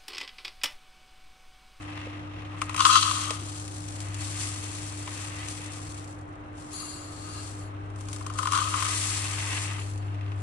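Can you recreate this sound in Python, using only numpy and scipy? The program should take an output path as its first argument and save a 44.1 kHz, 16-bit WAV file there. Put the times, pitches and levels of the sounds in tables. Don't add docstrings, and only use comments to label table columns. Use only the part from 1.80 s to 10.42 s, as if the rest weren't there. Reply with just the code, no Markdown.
import sys
import numpy as np
from scipy import signal
from scipy.fft import rfft, irfft
from scipy.io import wavfile

SR = 44100
rng = np.random.default_rng(int(sys.argv[2]) if len(sys.argv) > 2 else 0)


def unload_wav(signal):
    wavfile.write(
        sys.argv[1],
        SR,
        np.round(np.clip(np.atleast_2d(signal).T, -1, 1) * 32767).astype(np.int16),
    )


N = 380141

# frequency in Hz, relative density in dB per Hz.
RICE_SPECTRUM = [(500, -43.5), (900, -12), (2000, -2), (3800, 0.5), (5200, 0.5), (7000, 4), (8600, 5),
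                 (10500, -1.5), (11500, -5.5), (12200, -7)]
# time in seconds, level in dB.
RUSTLE_LEVEL = [(0, -48.5), (.16, -46.5), (.47, -55), (.85, -48), (1.55, -49.5), (1.83, -83), (2.19, -53.5),
                (2.61, -47), (3.18, -54), (3.6, -46), (4.22, -58), (4.38, -69.5), (5.04, -59.5),
                (6.56, -62.5), (7.01, -40.5), (7.33, -43), (7.74, -38.5), (8, -45), (8.12, -63),
                (8.45, -56.5), (8.62, -60.5)]
# time in seconds, level in dB.
RATTLE_LEVELS = [
    [(.9, -76), (.975, -49), (1.0, -35), (1.05, -29), (1.14, -18.5), (1.2, -25), (1.34, -33), (1.65, -50.5),
     (2.1, -76.5)],
    [(6.3, -73), (6.56, -46), (6.71, -37.5), (6.76, -21.5), (6.88, -36.5), (7.05, -34.5), (7.19, -49),
     (7.26, -77)],
    [(4.85, -68), (4.97, -49.5), (5.3, -55.5), (5.6, -51.5), (5.85, -67)],
]


def amp(db):
    return 10 ** (np.asarray(db) / 20)


def rms_one(x):
    mono = np.mean(np.atleast_2d(x), axis=0)
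    return x / np.sqrt(np.mean(mono ** 2) + 1e-20)


def in_time(rows):
    s, *columns = np.transpose(rows)
    return [np.interp(np.arange(N) / SR, s, column) for column in columns]


def at_hz(points, hz):
    point_hz, values = np.transpose(points)
    return np.interp(np.log(hz + 1), np.log(point_hz), values)


def sides(db):
    return amp(np.multiply.outer([.5, -.5], db))


def together(*levels_db):
    return np.sqrt(sum(amp(2 * db) for db in levels_db))


def drift(rate_hz):
    step = 40
    r = np.exp(-2 * np.pi * rate_hz * step / SR)
    noise = rng.standard_normal(N // step + 2002)
    slow = signal.lfilter([1], [1, -2 * r, r * r], noise)[2000:]
    return np.interp(np.arange(N) / step, np.arange(len(slow)), rms_one(slow))


def resonance(x, hz, width_hz):
    r = np.exp(-np.pi * width_hz / SR)
    zeros = [(1 - r * r) / 2, 0, (r * r - 1) / 2]
    poles = [1, -2 * r * np.cos(2 * np.pi * hz / SR), r * r]
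    return signal.lfilter(zeros, poles, x + 1e-18)


def modes(x, table):
    return sum((-1) ** k * amp(db) * resonance(x, hz, width_hz) for k, (hz, width_hz, db) in enumerate(table))


def coloured(x, spectrum):
    hz = np.linspace(0, SR / 2, 200)
    kernel = signal.minimum_phase(signal.firwin2(511, hz, amp(2 * at_hz(spectrum, hz)), fs=SR))
    return signal.oaconvolve(x, kernel[None], axes=1)[:, :N]


def basin(clicks, echo_db, count):
    t60_s, right_lag = .042, 3.2
    t = np.arange(int(.08 * SR)) / SR
    spot = rng.integers(0, count, N)
    out = 0
    for k in range(count):
        echoes = rng.standard_normal((2, len(t))) * amp(-60 * t / t60_s) * (t > .0003)
        paths = amp(echo_db) * echoes / np.linalg.norm(echoes, axis=1, keepdims=True)
        paths += np.sinc(t * SR - np.array([[1], [1 + right_lag]]))
        out = out + signal.oaconvolve((clicks * (spot == k))[None], paths, axes=1)[:, :N]
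    return out


def grains(per_s, spread_db, clumps_db):
    born = rng.random(N) < per_s / SR
    sizes = amp(spread_db * np.minimum(rng.exponential(1, N), 4)) * rng.choice([-1, 1], N)
    clumps = amp(clumps_db * (drift(3.3) + drift(21)))
    return basin(born * sizes * clumps, echo_db=5.5, count=7)


def room():
    # frequency in Hz, relative density in dB per Hz.
    spectrum = [(20, -16), (45, -3), (90, 2), (125, -4), (160, -1), (200, -14), (300, -4), (400, -11.5),
                (800, -7.5), (1250, -11.5), (2000, -20.5), (4200, -39), (7400, -73), (12000, -133)]
    # frequency in Hz, correlation from -1 to 1.
    likeness = [(30, 0.39), (60, 1), (270, 0.65), (450, 0.36), (900, -0.67), (2500, 0.1)]
    level_db = -46
    hz = np.arange(N // 2 + 1) * SR / N
    mid, side = rfft(rng.standard_normal((2, N))) * amp(at_hz(spectrum, hz))
    alike = np.clip(at_hz(likeness, hz), -1, 1)
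    both = np.sqrt(1 + alike) * mid + np.sqrt(1 - alike) * side * [[1], [-1]]
    return amp(level_db) * rms_one(irfft(both, N))


def hum():
    # time in seconds, level of the fundamental in dB.
    fundamental = [(0, -44), (.7, -41), (1.5, -38), (2.0, -41.5), (2.3, -34.5), (3, -40), (4.2, -43),
                   (5, -51.5), (5.5, -42), (6, -39), (8.62, -32)]
    # time in seconds, level of multiple 3 in dB, level of multiple 4 in dB.
    overtones = [(0, -45, -101), (3, -47, -71), (6, -47.5, -59.5), (8.62, -50.5, -60.5)]
    leans_db = [3, -1, 7]
    buzz_hz = 100.1
    phase = 2 * np.pi * buzz_hz * np.arange(N) / SR
    out = 0
    for k, db, lean_db in zip([1, 3, 4], in_time(fundamental) + in_time(overtones), leans_db):
        level = np.sqrt(2) * amp(db + 0.13 * drift(14))
        out = out + sides(lean_db)[:, None] * level * np.sin(k * phase)
    return out


def knocks():
    # start in seconds, peak level in dB, pitch in Hz, time to fall by 60 dB in seconds.
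    thuds = [(.27, -32.5, 510, 0.044), (1.506, -32, 450, 0.06), (1.507, -31.5, 624, 0.055),
             (1.508, -34.5, 855, 0.028), (1.62, -31.5, 325, 0.044), (3.795, -35, 506, 0.022)]
    out = np.zeros(N)
    t = np.arange(int(.15 * SR)) / SR
    for s, peak_db, hz, t60_s in thuds:
        out[int(s * SR):][:len(t)] += amp(peak_db - 60 * t / t60_s) * np.sin(2 * np.pi * hz * t)
    return out


def bowl():
    # time in seconds, relative level in dB.
    spills = [
        [(4.9, -93), (4.93, -47), (5.0, -41), (5.2, -49), (5.33, -56.5), (5.58, -47), (5.72, -60), (5.8, -97)],
        [(5.7, -97), (5.8, -60), (5.87, -60.5), (5.96, -92)],
        [(7.92, -109), (8.0, -48), (8.07, -63), (8.16, -63), (8.4, -74)],
    ]
    # frequency in Hz, width in Hz, relative level in dB.
    glass = [(1640, 25, -14), (2800, 40, -10), (3350, 40, -15), (4250, 200, -9), (4460, 30, 0),
             (4650, 30, -5), (4770, 25, -6), (5950, 50, -12), (6730, 40, -7), (6840, 50, -5),
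             (7170, 35, -1), (7650, 150, -9), (8020, 35, -2), (8740, 45, -9), (9100, 50, -4),
             (9680, 30, -6), (10200, 60, -5), (10800, 80, -7), (11200, 70, -10)]
    first_damping_db, damping_growth_db = -2, 15.5
    blows = grains(3000, spread_db=2.0, clumps_db=0)
    t = np.arange(N) / SR
    states = []
    for rows in spills:
        since_s = np.clip(t - rows[0][0], 0, 1)
        states.append((in_time(rows)[0], first_damping_db + damping_growth_db * since_s))
    out = 0
    for hz, width_hz, db in glass:
        octaves = np.log2(hz / 4500)
        level = sum(amp(level_db - damping_db * octaves) for level_db, damping_db in states)
        swell = amp(db - 8 + 2.3 * drift(11))
        power = np.sqrt(width_hz / 50)
        out = out + level * swell * power * rms_one(resonance(blows, hz, width_hz))
    return out


def cup(x):
    # frequency in Hz, width in Hz, gain in dB, factor on the right.
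    air_and_floor = [(1042, 98, 6.5, 0.19), (1242, 62, 11, -0.2), (1304, 99, 5, 0.072),
                     (1500, 87, -9, -0.099)]
    rings = sum((-1) ** k * amp(db) * resonance(x, hz, width_hz) * [[1], [right]]
                for k, (hz, width_hz, db, right) in enumerate(air_and_floor))
    return signal.sosfilt(signal.cheby1(5, 1, 1047, "high", fs=SR, output="sos"), rings)


def walls_gain():
    under_rattle_db = [-5, -11.5, -25]
    return together(*[in_time(rows)[0] + db for rows, db in zip(RATTLE_LEVELS, under_rattle_db)])


def box(x):
    # frequency in Hz, width in Hz, gain in dB.
    packed = [(886, 300, 2), (1858, 275, 7), (2685, 496, 5.5), (2670, 120, -10), (3440, 470, -7)]
    # frequency in Hz, width in Hz, gain in dB.
    thin_walls = [(2740, 270, 6), (3290, 280, 7), (3490, 100, 9), (3990, 270, 5.5), (4660, 310, 4),
                  (6310, 400, 1.5)]
    bare = 1 / (1 + (amp(in_time(RUSTLE_LEVEL)[0]) / walls_gain()) ** 2)
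    no_body = signal.butter(2, 2600, "high", fs=SR, output="sos")
    walls = signal.sosfilt(no_body, modes(x, thin_walls))
    return np.sqrt(1 - bare) * modes(x, packed) + np.sqrt(bare) * walls


def ticks(x):
    return coloured(x, RICE_SPECTRUM)


def hits():
    # time in seconds, relative ring in dB, relative tick in dB.
    clumps = [(.817, -20, -27.5), (.895, -27.5, -35.5), (.945, -26, -30), (0.978, -24, -30),
              (0.994, -21, -40), (1.005, -12.5, -22), (1.021, -22.5, -24.5), (1.052, -6, -22),
              (1.064, -14.5, -25), (1.099, -28, -40), (1.156, -10, -22), (1.311, -21, -30),
              (6.102, -43, -53), (6.16, -46, -45.5), (6.209, -47, -39), (6.286, -43, -34), (6.33, -44, -30),
              (6.362, -40.5, -34), (6.41, -35.5, -43), (6.465, -31, -31), (6.5, -30.5, -40),
              (6.588, -18, -27), (6.63, -23, -30), (6.655, -21.5, -34), (6.672, -16, -29),
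              (6.721, -21, -23), (6.733, -20, -27), (6.752, -17, -22.5), (6.775, -20, -25),
              (6.94, -18, -50), (7.025, -21.5, -25)]
    # time in seconds, relative peak level in dB.
    lone_grains = [(.964, -25), (1.506, -23), (1.798, -36), (1.879, -34.5), (1.966, -40), (2.086, -35),
                   (2.204, -31.5), (2.285, -38), (2.344, -31), (3.685, -29), (4.098, -47), (4.181, -42),
                   (4.244, -44), (4.301, -51), (6.06, -59), (6.255, -46), (6.538, -37.5), (8.177, -42)]
    # time in seconds, in the box in dB, in the cup in dB.
    snaps = [(.176, -33, -45), (0.621, -39, -47), (0.963, -26, -53), (1.228, -15, -25), (1.506, -22.5, -43),
             (3.276, -31.5, -32), (3.685, -37, -43), (8.24, -55, -55), (8.345, -44, -55), (8.411, -40, -50),
             (8.463, -41.5, -53), (8.519, -38, -46)]
    cup_blows = [(s, db) for s, db, _ in clumps] + [(s, db) for s, _, db in snaps]
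    wall_blows = [(s, db + (-12.5 if s > 5 else -2.5)) for s, db, _ in clumps]
    box_blows = wall_blows + [(s, db) for s, db, _ in snaps]
    tick_blows = [(s, db) for s, _, db in clumps] + list(lone_grains)
    # body, gain in dB, echo in dB, blows
    bodies = [(cup, 6, -4.5, cup_blows), (box, 3, 1.5, box_blows), (ticks, 10, 4, tick_blows)]
    unit = signal.unit_impulse((1, N))
    out = 0
    for body, gain_db, echo_db, blows in bodies:
        s, peak_db = np.transpose(blows)
        clicks = np.zeros(N)
        clicks[(s * SR).astype(int)] = amp(peak_db + gain_db) / np.max(np.abs(body(unit)))
        out = out + body(basin(clicks, echo_db, count=8))
    return out


def spurts():
    # time of the peak in seconds, level in dB.
    peaks = [(.82, -51), (.9, -51), (1.68, -45.5), (1.759, -44.5), (1.9, -53), (1.99, -50), (2.12, -51),
             (2.21, -49), (2.49, -48), (2.612, -34.5), (2.96, -47), (3.2, -55.5), (3.34, -47), (3.41, -44),
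             (3.7, -41), (3.93, -47), (4.79, -57.5), (4.93, -49.5), (6.32, -47), (6.59, -41.5),
             (6.73, -40.5)]
    rise_db_per_s, fall_db_per_s = 311, 111
    t = np.arange(N) / SR
    return np.max([db - np.maximum(rise_db_per_s * (s - t), fall_db_per_s * (t - s)) for s, db in peaks], axis=0)


def stream():
    # time in seconds, level in dB.
    flows = [
        [(0, -62), (.57, -85), (.93, -62), (.98, -44.5), (1.07, -29.5), (1.42, -38), (1.63, -48.5),
         (2.33, -52.5), (2.42, -42.5), (3.2, -46), (4.2, -52), (4.35, -63), (4.7, -83)],
        [(4.76, -106), (4.78, -58.5), (5.34, -54), (5.67, -47.5), (5.83, -57.5), (5.89, -76)],
        [(6.12, -85), (6.2, -57), (6.54, -59.5), (6.72, -43), (7.19, -32), (7.55, -41), (7.82, -39.5),
         (7.94, -49.5), (8.07, -51), (8.23, -67), (8.4, -82), (8.62, -62)],
    ]
    full_flow_db, thinnest = -39.5, .15
    cup_under_rustle_db = -6
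    flow = together(spurts(), *[in_time(rows)[0] for rows in flows])
    full_db = full_flow_db - 14 * (in_time(flows[1])[0] > -70)
    dense = np.clip(flow / amp(full_db), thinnest, 1)
    falling = grains(4500 * dense, spread_db=4.0, clumps_db=0.28)
    heap = rms_one(ticks(falling) / np.sqrt(dense))
    rustle = rms_one(box(grains(900, spread_db=2.0, clumps_db=1.0)))
    rattle = rms_one(cup(grains(900, spread_db=1.5, clumps_db=1.87)))
    rustle_db, = in_time(RUSTLE_LEVEL)
    rustle_gain = np.hypot(amp(rustle_db), walls_gain())
    rattle_gain = together(rustle_db + cup_under_rustle_db, *[in_time(rows)[0] for rows in RATTLE_LEVELS])
    return flow * heap + rustle_gain * rustle + rattle_gain * rattle


def scene():
    return stream() + bowl() + hits() + knocks() + hum() + room()


def record(dry):
    # frequency in Hz, left over right in dB.
    lean = [(60, 3.0), (110, 3.0), (190, 1.0), (350, -1.5), (620, 4.5), (1120, -2), (2010, 3.5), (3620, 2),
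            (6490, 7.5), (11700, 2)]
    hz = np.arange(N // 2 + 1) * SR / N
    leaning = irfft(rfft(dry) * sides(at_hz(lean, hz) * (hz > 700)), N)
    rounded = .85 * np.tanh(leaning / .85)
    return signal.sosfilt(signal.cheby2(14, 60, 12200, fs=SR, output="sos"), rounded)


dry = scene()
out = record(dry)
unload_wav(out)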